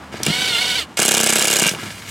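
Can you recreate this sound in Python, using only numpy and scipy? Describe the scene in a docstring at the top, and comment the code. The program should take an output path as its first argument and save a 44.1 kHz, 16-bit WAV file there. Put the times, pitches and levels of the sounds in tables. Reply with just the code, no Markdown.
"""Outdoors, under the front of a car, a cordless driver works on a screw close by. Sleeves rustle,
the tool knocks on a panel, the bit clicks into place and the motor whines under a wavering load.
After a short pause the tool ratchets about 33 times a second, stalls and runs down. Its impacts
excite the modes of steel and panel; ground and underbody reflect them, over a distant rumble and hum."""
import sys
import numpy as np
from scipy import signal
from scipy.fft import rfft, irfft, next_fast_len
from scipy.io import wavfile

SR = 44100
rng = np.random.default_rng(int(sys.argv[2]) if len(sys.argv) > 2 else 0)


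def log_audio(samples):
    """Write samples as a 16-bit WAV file to the path given in sys.argv[1]."""
    # one column per channel
    frames = np.atleast_2d(samples).T
    # limit to full scale, then quantise
    limited = np.clip(frames, -1, 1)
    pcm = np.round(limited * 32767).astype(np.int16)
    wavfile.write(sys.argv[1], SR, pcm)


N = 92610
T = np.arange(N) / SR
ANTIPHASE = np.array([[1], [-1]])  # left, right

# modes of the panel that takes the knocks and thuds: freq_hz, level_db, t60_s
PANEL_MODES = [(166, -2.5, 0.026), (222.9, -12.5, 0.31), (341.3, -5, 0.046), (435, -4.5, 0.035),
               (651.7, -0.5, 0.022), (926, -22, 0.03), (1148, -10.5, 0.089), (1464, -1.5, 0.027)]


def from_db(db):
    """Decibels to amplitude ratio."""
    return 10 ** (np.asarray(db) / 20)


def rms_one(x):
    """Normalisation to unit rms."""
    return x / np.sqrt(np.mean(x ** 2) + 1e-20)


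def in_time(rows):
    """Linear interpolation of a control curve at every sample."""
    return np.interp(T, *np.transpose(rows))


def drift(hz):
    """Low-passed noise: a smooth random wander of unit rms."""
    r = np.exp(-2 * np.pi * hz / SR)
    return rms_one(signal.lfilter([1], [1, -2 * r, r * r], rng.standard_normal(N + SR))[SR:])


def cut(x, hz, kind, order=2):
    """Maximally flat low-pass or high-pass filter."""
    return signal.sosfilt(signal.butter(order, hz, kind, fs=SR, output="sos"), x)


def colour(x, spectrum):
    """Minimum-phase filter with the given spectrum and unit power gain."""
    size = 2 * next_fast_len(N)
    hz, db = np.transpose(spectrum)
    bin_hz = np.arange(size // 2 + 1) * SR / size
    gain = rms_one(from_db(np.interp(np.log(bin_hz + 1), np.log(hz), db)))
    cepstrum = irfft(np.log(gain))
    cepstrum[1:size // 2] *= 2
    cepstrum[size // 2 + 1:] = 0
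    return irfft(rfft(x, size) * np.exp(rfft(cepstrum)))[:N]


def noise(spectrum, flutter_db, flutter_hz):
    """Coloured noise under random amplitude modulation, at unit rms."""
    return rms_one(colour(rng.standard_normal(N) * from_db(flutter_db * drift(flutter_hz)), spectrum))


def impulses(start_s, level_db):
    """Ideal impacts: one impulse for each event."""
    train = np.zeros(N)
    np.add.at(train, np.clip((start_s * SR).astype(int), 0, N - 1), from_db(level_db))
    return train


def ring(force, modes):
    """Modal superposition: damped resonators driven by one force."""
    response = 0
    for hz, db, t60_s in modes:
        r = np.exp(-np.log(1000) / (t60_s * SR))
        feedback = [1, -2 * r * np.cos(2 * np.pi * hz / SR), r * r]
        response += from_db(db) * signal.lfilter([.5, 0, -.5], feedback, force + 1e-18)
    return response


def echoes(x, t60_s):
    """Diffuse reflection: a dense, exponentially decaying tail, weak in the bass."""
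    age = T[:SR // 4]
    tail = rng.standard_normal(len(age)) * np.exp(-np.log(1000) * age / t60_s) * (age > .001)
    tail = cut(tail, 500, "high", order=1)
    return signal.fftconvolve(x, tail / np.sqrt(np.sum(tail ** 2)))[:N]


def pan(x, left_db):
    """Localisation by interaural level difference; the bass stays central."""
    return x + cut(x, 480, "high") * (from_db([[left_db / 2], [-left_db / 2]]) - 1)


def rumble():
    """Distant low noise, highly correlated between the ears."""
    # background envelope: time_s, level_db
    envelope = [(0, -36.5), (.4, -33.5), (.8, -39.5), (.9, -41.5), (1.55, -64), (1.75, -34), (2.1, -47)]
    # background spectrum: freq_hz, level_db
    spectrum = [(25, -54), (50, -23), (75, -8), (110, 3), (220, 5), (450, -4.5), (1000, -2.5),
                (2000, -10.5), (5000, -23), (16000, -40)]
    mid, side = (noise(spectrum, flutter_db=-2, flutter_hz=9.1) for _ in range(2))
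    return from_db(in_time(envelope)) * (mid + from_db(-22.5) * side * ANTIPHASE)


def hum():
    """A distant pure tone, slowly modulated in frequency and amplitude."""
    # course of the hum: time_s, pitch_hz, level_db
    course = [(0, 74.5, -40), (.6, 74.5, -47), (0.831, 76.47, -36), (.9, 77.46, -55), (1.598, 95.8, -60),
              (1.8, 104.8, -40), (2.1, 102.4, -39.5)]
    time_s, pitch_hz, level_db = np.transpose(course)
    cycles = np.cumsum(np.interp(T, time_s, pitch_hz)) / SR
    return from_db(np.interp(T, time_s, level_db)) * np.sin(2 * np.pi * cycles)


def sleeves():
    """Friction of cloth radiates broadband noise: a grainy rustle and a treble swish."""
    # envelopes: time_s, level_db
    swish_level = [(.12, -87), (.13, -49), (.24, -52), (.86, -108), (1.65, -62), (1.72, -30), (1.77, -45),
                   (1.81, -39.5), (1.95, -42), (2.05, -45.5), (2.1, -33.5)]
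    rustle_level = [(0, -55), (.117, -50), (.125, -33), (.2, -34), (.25, -35.5), (.85, -55), (.96, -56),
                    (1.68, -57), (1.8, -31), (1.88, -33), (1.94, -38), (2.02, -36.5), (2.06, -35),
                    (2.1, -33)]
    # spectra: freq_hz, level_db
    swish_spectrum = [(1500, -6), (4000, -2), (7500, -2), (11000, -6.5), (16000, -15)]
    rustle_spectrum = [(100, 2), (300, -2.5), (700, -13.5), (1300, -5), (2300, -2.5), (4000, -9.5),
                       (8000, -17), (16000, -38)]
    swish = from_db(in_time(swish_level)) * noise(swish_spectrum, flutter_db=1, flutter_hz=100)
    rustle = from_db(in_time(rustle_level)) * noise(rustle_spectrum, flutter_db=3, flutter_hz=79)
    return swish + rustle


def panel_knocks():
    """Impact excitation: the tool knocks the panel's modes into ringing; it gives with dull bumps."""
    # impacts on the panel: start_s, level_db
    knock_hits = [(0.142, -20.5), (0.203, -21), (.266, -16), (1.664, -21), (1.737, -20), (1.831, -25),
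                  (1.989, -36)]
    bump_hits = [(.268, -13.5), (.282, -7.5), (0.301, -8.5), (0.386, -20.5), (1.621, -19), (1.66, -12),
                 (1.715, -18), (1.868, -24)]
    bump_mode = [(173.6, 0, 0.051)]  # freq_hz, level_db, t60_s
    knocks = ring(impulses(*np.transpose(knock_hits)), PANEL_MODES)
    bumps = ring(impulses(*np.transpose(bump_hits)), bump_mode)
    return cut(knocks, 890, "low") + cut(bumps, 620, "low")


def motor():
    """Partials track the motor's speed over gear hiss; an eccentric gear modulates their amplitude."""
    # whine under a wavering load: time_s, pitch_hz
    pitch = [(.25, 483.5), (.295, 689), (.335, 733), (.425, 765), (.447, 739), (.475, 758), (.515, 722),
             (.572, 692.6), (.62, 751.6), (.652, 724), (.688, 759), (.732, 728), (.768, 782), (.8, 687),
             (.85, 539)]
    # motor envelope: time_s, level_db
    envelope = [(.225, -67), (.245, -29.5), (.29, -22), (.38, -22.5), (.47, -20.5), (.52, -23),
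                (.57, -20.5), (.61, -22), (.68, -22), (.72, -21.5), (.75, -22.5), (.795, -20.5),
                (.826, -26), (.85, -40), (.88, -80)]
    # partials of motor and gears: pitch_ratio, level_db
    partials = [(.655, -19), (1, -15.5), (1.31, -18), (2, -8.5), (2.61, -13.5), (3, -6.5), (4.02, -5.5),
                (4.55, -12), (5, -4), (5.96, -6.5), (7, -17), (7.8, -14.5)]
    # spectrum of the gear hiss: freq_hz, level_db
    gear_spectrum = [(150, -13), (400, -7.5), (900, -15), (1400, -13), (2200, -9), (3000, 1), (3800, -4),
                     (4600, -4), (5600, -12.5), (8000, -10.5), (11000, -19), (16000, -28)]
    full_speed_hz, cycles_per_throb, throb_depth = 723, 21, 0.4
    jitter, flutter_db, rasp_db = 0.0057, 2.5, 1.15
    pitch_hz = in_time(pitch)
    cycles = np.cumsum(pitch_hz * (1 + jitter * drift(hz=111))) / SR
    whine = 0
    for ratio, db in partials:
        throb = 1 + throb_depth * np.sin(2 * np.pi * (cycles / cycles_per_throb + rng.random()))
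        amplitude = from_db(db + flutter_db * drift(hz=45.3)) * throb
        whine += amplitude * np.sin(2 * np.pi * (ratio * cycles + rng.random()))
    whine *= np.minimum(pitch_hz / full_speed_hz, 1) ** 2  # rises out of the hiss with speed
    gain = from_db(in_time(envelope) + rasp_db * drift(hz=59))
    hiss = from_db(-1.5) * noise(gear_spectrum, flutter_db=0, flutter_hz=90.5)
    return gain * (whine + hiss)


def chatter(start_s, level_db, decay_s):
    """Steel on steel: dense contacts merge into a noise burst that decays within milliseconds."""
    age, attack_s = T[:SR // 20], 0.00027
    burst = (1 - np.exp(-(age / attack_s) ** 2)) * np.exp(-age / decay_s)
    envelope = signal.fftconvolve(impulses(start_s, level_db), burst / burst.max())[:N]
    return envelope * rng.standard_normal(N)


def steel(contacts):
    """Contacts radiate directly and excite the chuck's resonances and the steel's dense high modes."""
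    # contact spectrum: freq_hz, level_db
    spectrum = [(300, -20), (1200, -14), (2700, -4.5), (4400, -4.5), (6000, -2), (7500, 2), (9500, -3),
                (12000, -9), (16000, -19.5)]
    # modes of chuck and bit: freq_hz, level_db, t60_s
    chuck_modes = [(2666, 2.5, 0.076), (3672, 18, .05), (5250, -5, 0.053), (6800, 3, .09), (7030, 9, .12),
                   (7000, -33, .06), (8700, -6, .035), (9100, -5, .12), (9600, 11, 0.049),
                   (11700, -23, .05)]
    direct = colour(contacts, spectrum)
    shimmer = cut(echoes(direct, t60_s=0.13), 6000, "high")
    return direct + from_db(-59.5) * ring(contacts, chuck_modes) + from_db(-17) * shimmer


def bit_clicks():
    """Each click of the bit is a contact transient followed by free vibration."""
    # single clicks: start_s, level_db
    clicks = [(0.2324, -10), (0.251, -21), (0.2638, -11), (0.283, -21), (0.9721, -16.5), (1.692, -9.5)]
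    # modes of the bit: freq_hz, level_db, t60_s
    bit_modes = [(5060, -13, 0.061), (5720, -13, 0.059)]
    start_s, level_db = np.transpose(clicks)
    contacts = chatter(start_s, level_db, decay_s=0.0017)
    return steel(contacts) + ring(impulses(start_s, level_db), bit_modes)


def socket_rattle():
    """Impacts of the loose socket excite its heavily damped modes."""
    # rattles: start_s, level_db
    hits = [(0.2661, -18.5), (1.638, -16.5), (1.658, -19), (1.667, -17), (1.679, -19), (1.686, -16),
            (1.749, -28.5)]
    # modes of the socket: freq_hz, level_db, t60_s
    socket_modes = [(1556, -2.5, 0.022), (1950, -3, 0.015), (2360, 4, 0.024), (2735, 9.5, 0.013),
                    (3060, -20, 0.018), (3530, -7, 0.022)]
    return ring(impulses(*np.transpose(hits)), socket_modes)


def ratchet():
    """A near-periodic impact train: the dogs catch, thud into the screw and slip as the motor grinds."""
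    # blows, with the delay from catch to release clack: start_s, level_db, slip_s
    blows = [(0.99, -1.5, 0.01), (1.019, -0.5, 0.0097), (1.049, -0.5, 0.01), (1.080, 2, 0.0086),
             (1.110, 0, 0.008), (1.139, 0, 0.0091), (1.1687, -0.5, 0.0103), (1.2, 0, .010),
             (1.2316, -0.5, 0.0091), (1.2613, 0.5, .010), (1.2927, 0.5, 0.0095), (1.3239, -0.5, .0097),
             (1.3556, 0.5, 0.0094), (1.3849, -0.5, 0.0095), (1.414, -1, 0.0098), (1.4429, -1.5, 0.0102),
             (1.4714, -0.5, 0.0094), (1.500, -1.5, 0.011), (1.5284, -0.5, 0.0086), (1.557, 0, 0.0094),
             (1.5868, -1, 0.0096), (1.6187, -2, .011), (1.665, -3, 0.011)]
    # coupling of the thuds to the panel: time_s, level_db
    coupling = [(.99, 5.5), (1.02, 2), (1.14, 2.5), (1.175, 2.5), (1.36, 1.5), (1.39, 0.5), (1.59, -0.5),
                (1.623, 5), (1.67, -4)]
    # envelope of the motor under load: time_s, level_db
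    grind_level = [(.966, -54.5), (.973, -20), (1.1, -22), (1.35, -20), (1.6, -21), (1.645, -19),
                   (1.665, -21), (1.688, -18), (1.703, -26.5), (1.76, -42), (1.85, -55)]
    # spectrum of the grinding: freq_hz, level_db
    grind_spectrum = [(100, -19), (220, -8), (600, 0), (900, -7), (1600, -2.5), (2100, -1.5), (2800, 2.5),
                      (4500, -8), (7500, -5.5), (10000, -10.5), (16000, -27)]
    start_s, level_db, slip_s = np.transpose(blows)
    thud_s = start_s + 0.00349
    thud_db = np.interp(start_s, *np.transpose(coupling)) - 16.5
    catches = chatter(start_s, level_db - 10, decay_s=0.0021)
    cracks = chatter(thud_s, level_db - 11, decay_s=0.00097)
    clacks = chatter(start_s + slip_s, level_db - 7.5, decay_s=0.0021)
    thuds = ring(impulses(thud_s, thud_db), PANEL_MODES)
    thuds = cut(cut(thuds, 1690, "low"), 129, "high")
    grind = from_db(in_time(grind_level)) * noise(grind_spectrum, flutter_db=3.5, flutter_hz=149.2)
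    return steel(catches + cracks + clacks) + thuds + grind


def scene():
    """Superposition of direct sound, reflections between ground and underbody, and the background."""
    # spectrum of the lateral reflections: freq_hz, level_db
    lateral_spectrum = [(100, -27), (300, -10), (500, 9.5), (1000, 11.5), (2000, -12), (4500, 0),
                        (16000, -5.5)]
    whir, blows = motor(), ratchet()
    handling = bit_clicks() + sleeves() + panel_knocks() + socket_rattle()
    direct = pan(whir, left_db=-2.24) + pan(blows, left_db=-1.5) + handling
    thrown_sideways = from_db(-1.5) * whir + from_db(-4) * blows + handling
    lateral = from_db(-23) * colour(echoes(thrown_sideways, t60_s=0.1), lateral_spectrum)
    treble_spread = from_db(-21) * cut(echoes(blows + handling, t60_s=0.0079), 2540, "high")
    # the whine carries less close echo than the blows and handling sounds
    near = from_db(-8) * echoes(from_db(-6) * whir + blows + handling, t60_s=0.021)
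    return direct + near + (lateral + treble_spread) * ANTIPHASE + rumble() + hum()


def record(dry):
    """Soft saturation rounds the highest peaks; band limiting cuts both ends of the spectrum."""
    ceiling, cutoff_hz = 0.97, 16000
    rounded = ceiling * np.tanh(cut(dry, 81, "high") / ceiling)
    return signal.sosfilt(signal.ellip(12, .1, 90, cutoff_hz, fs=SR, output="sos"), rounded)


dry = scene()
out = record(dry)
log_audio(out)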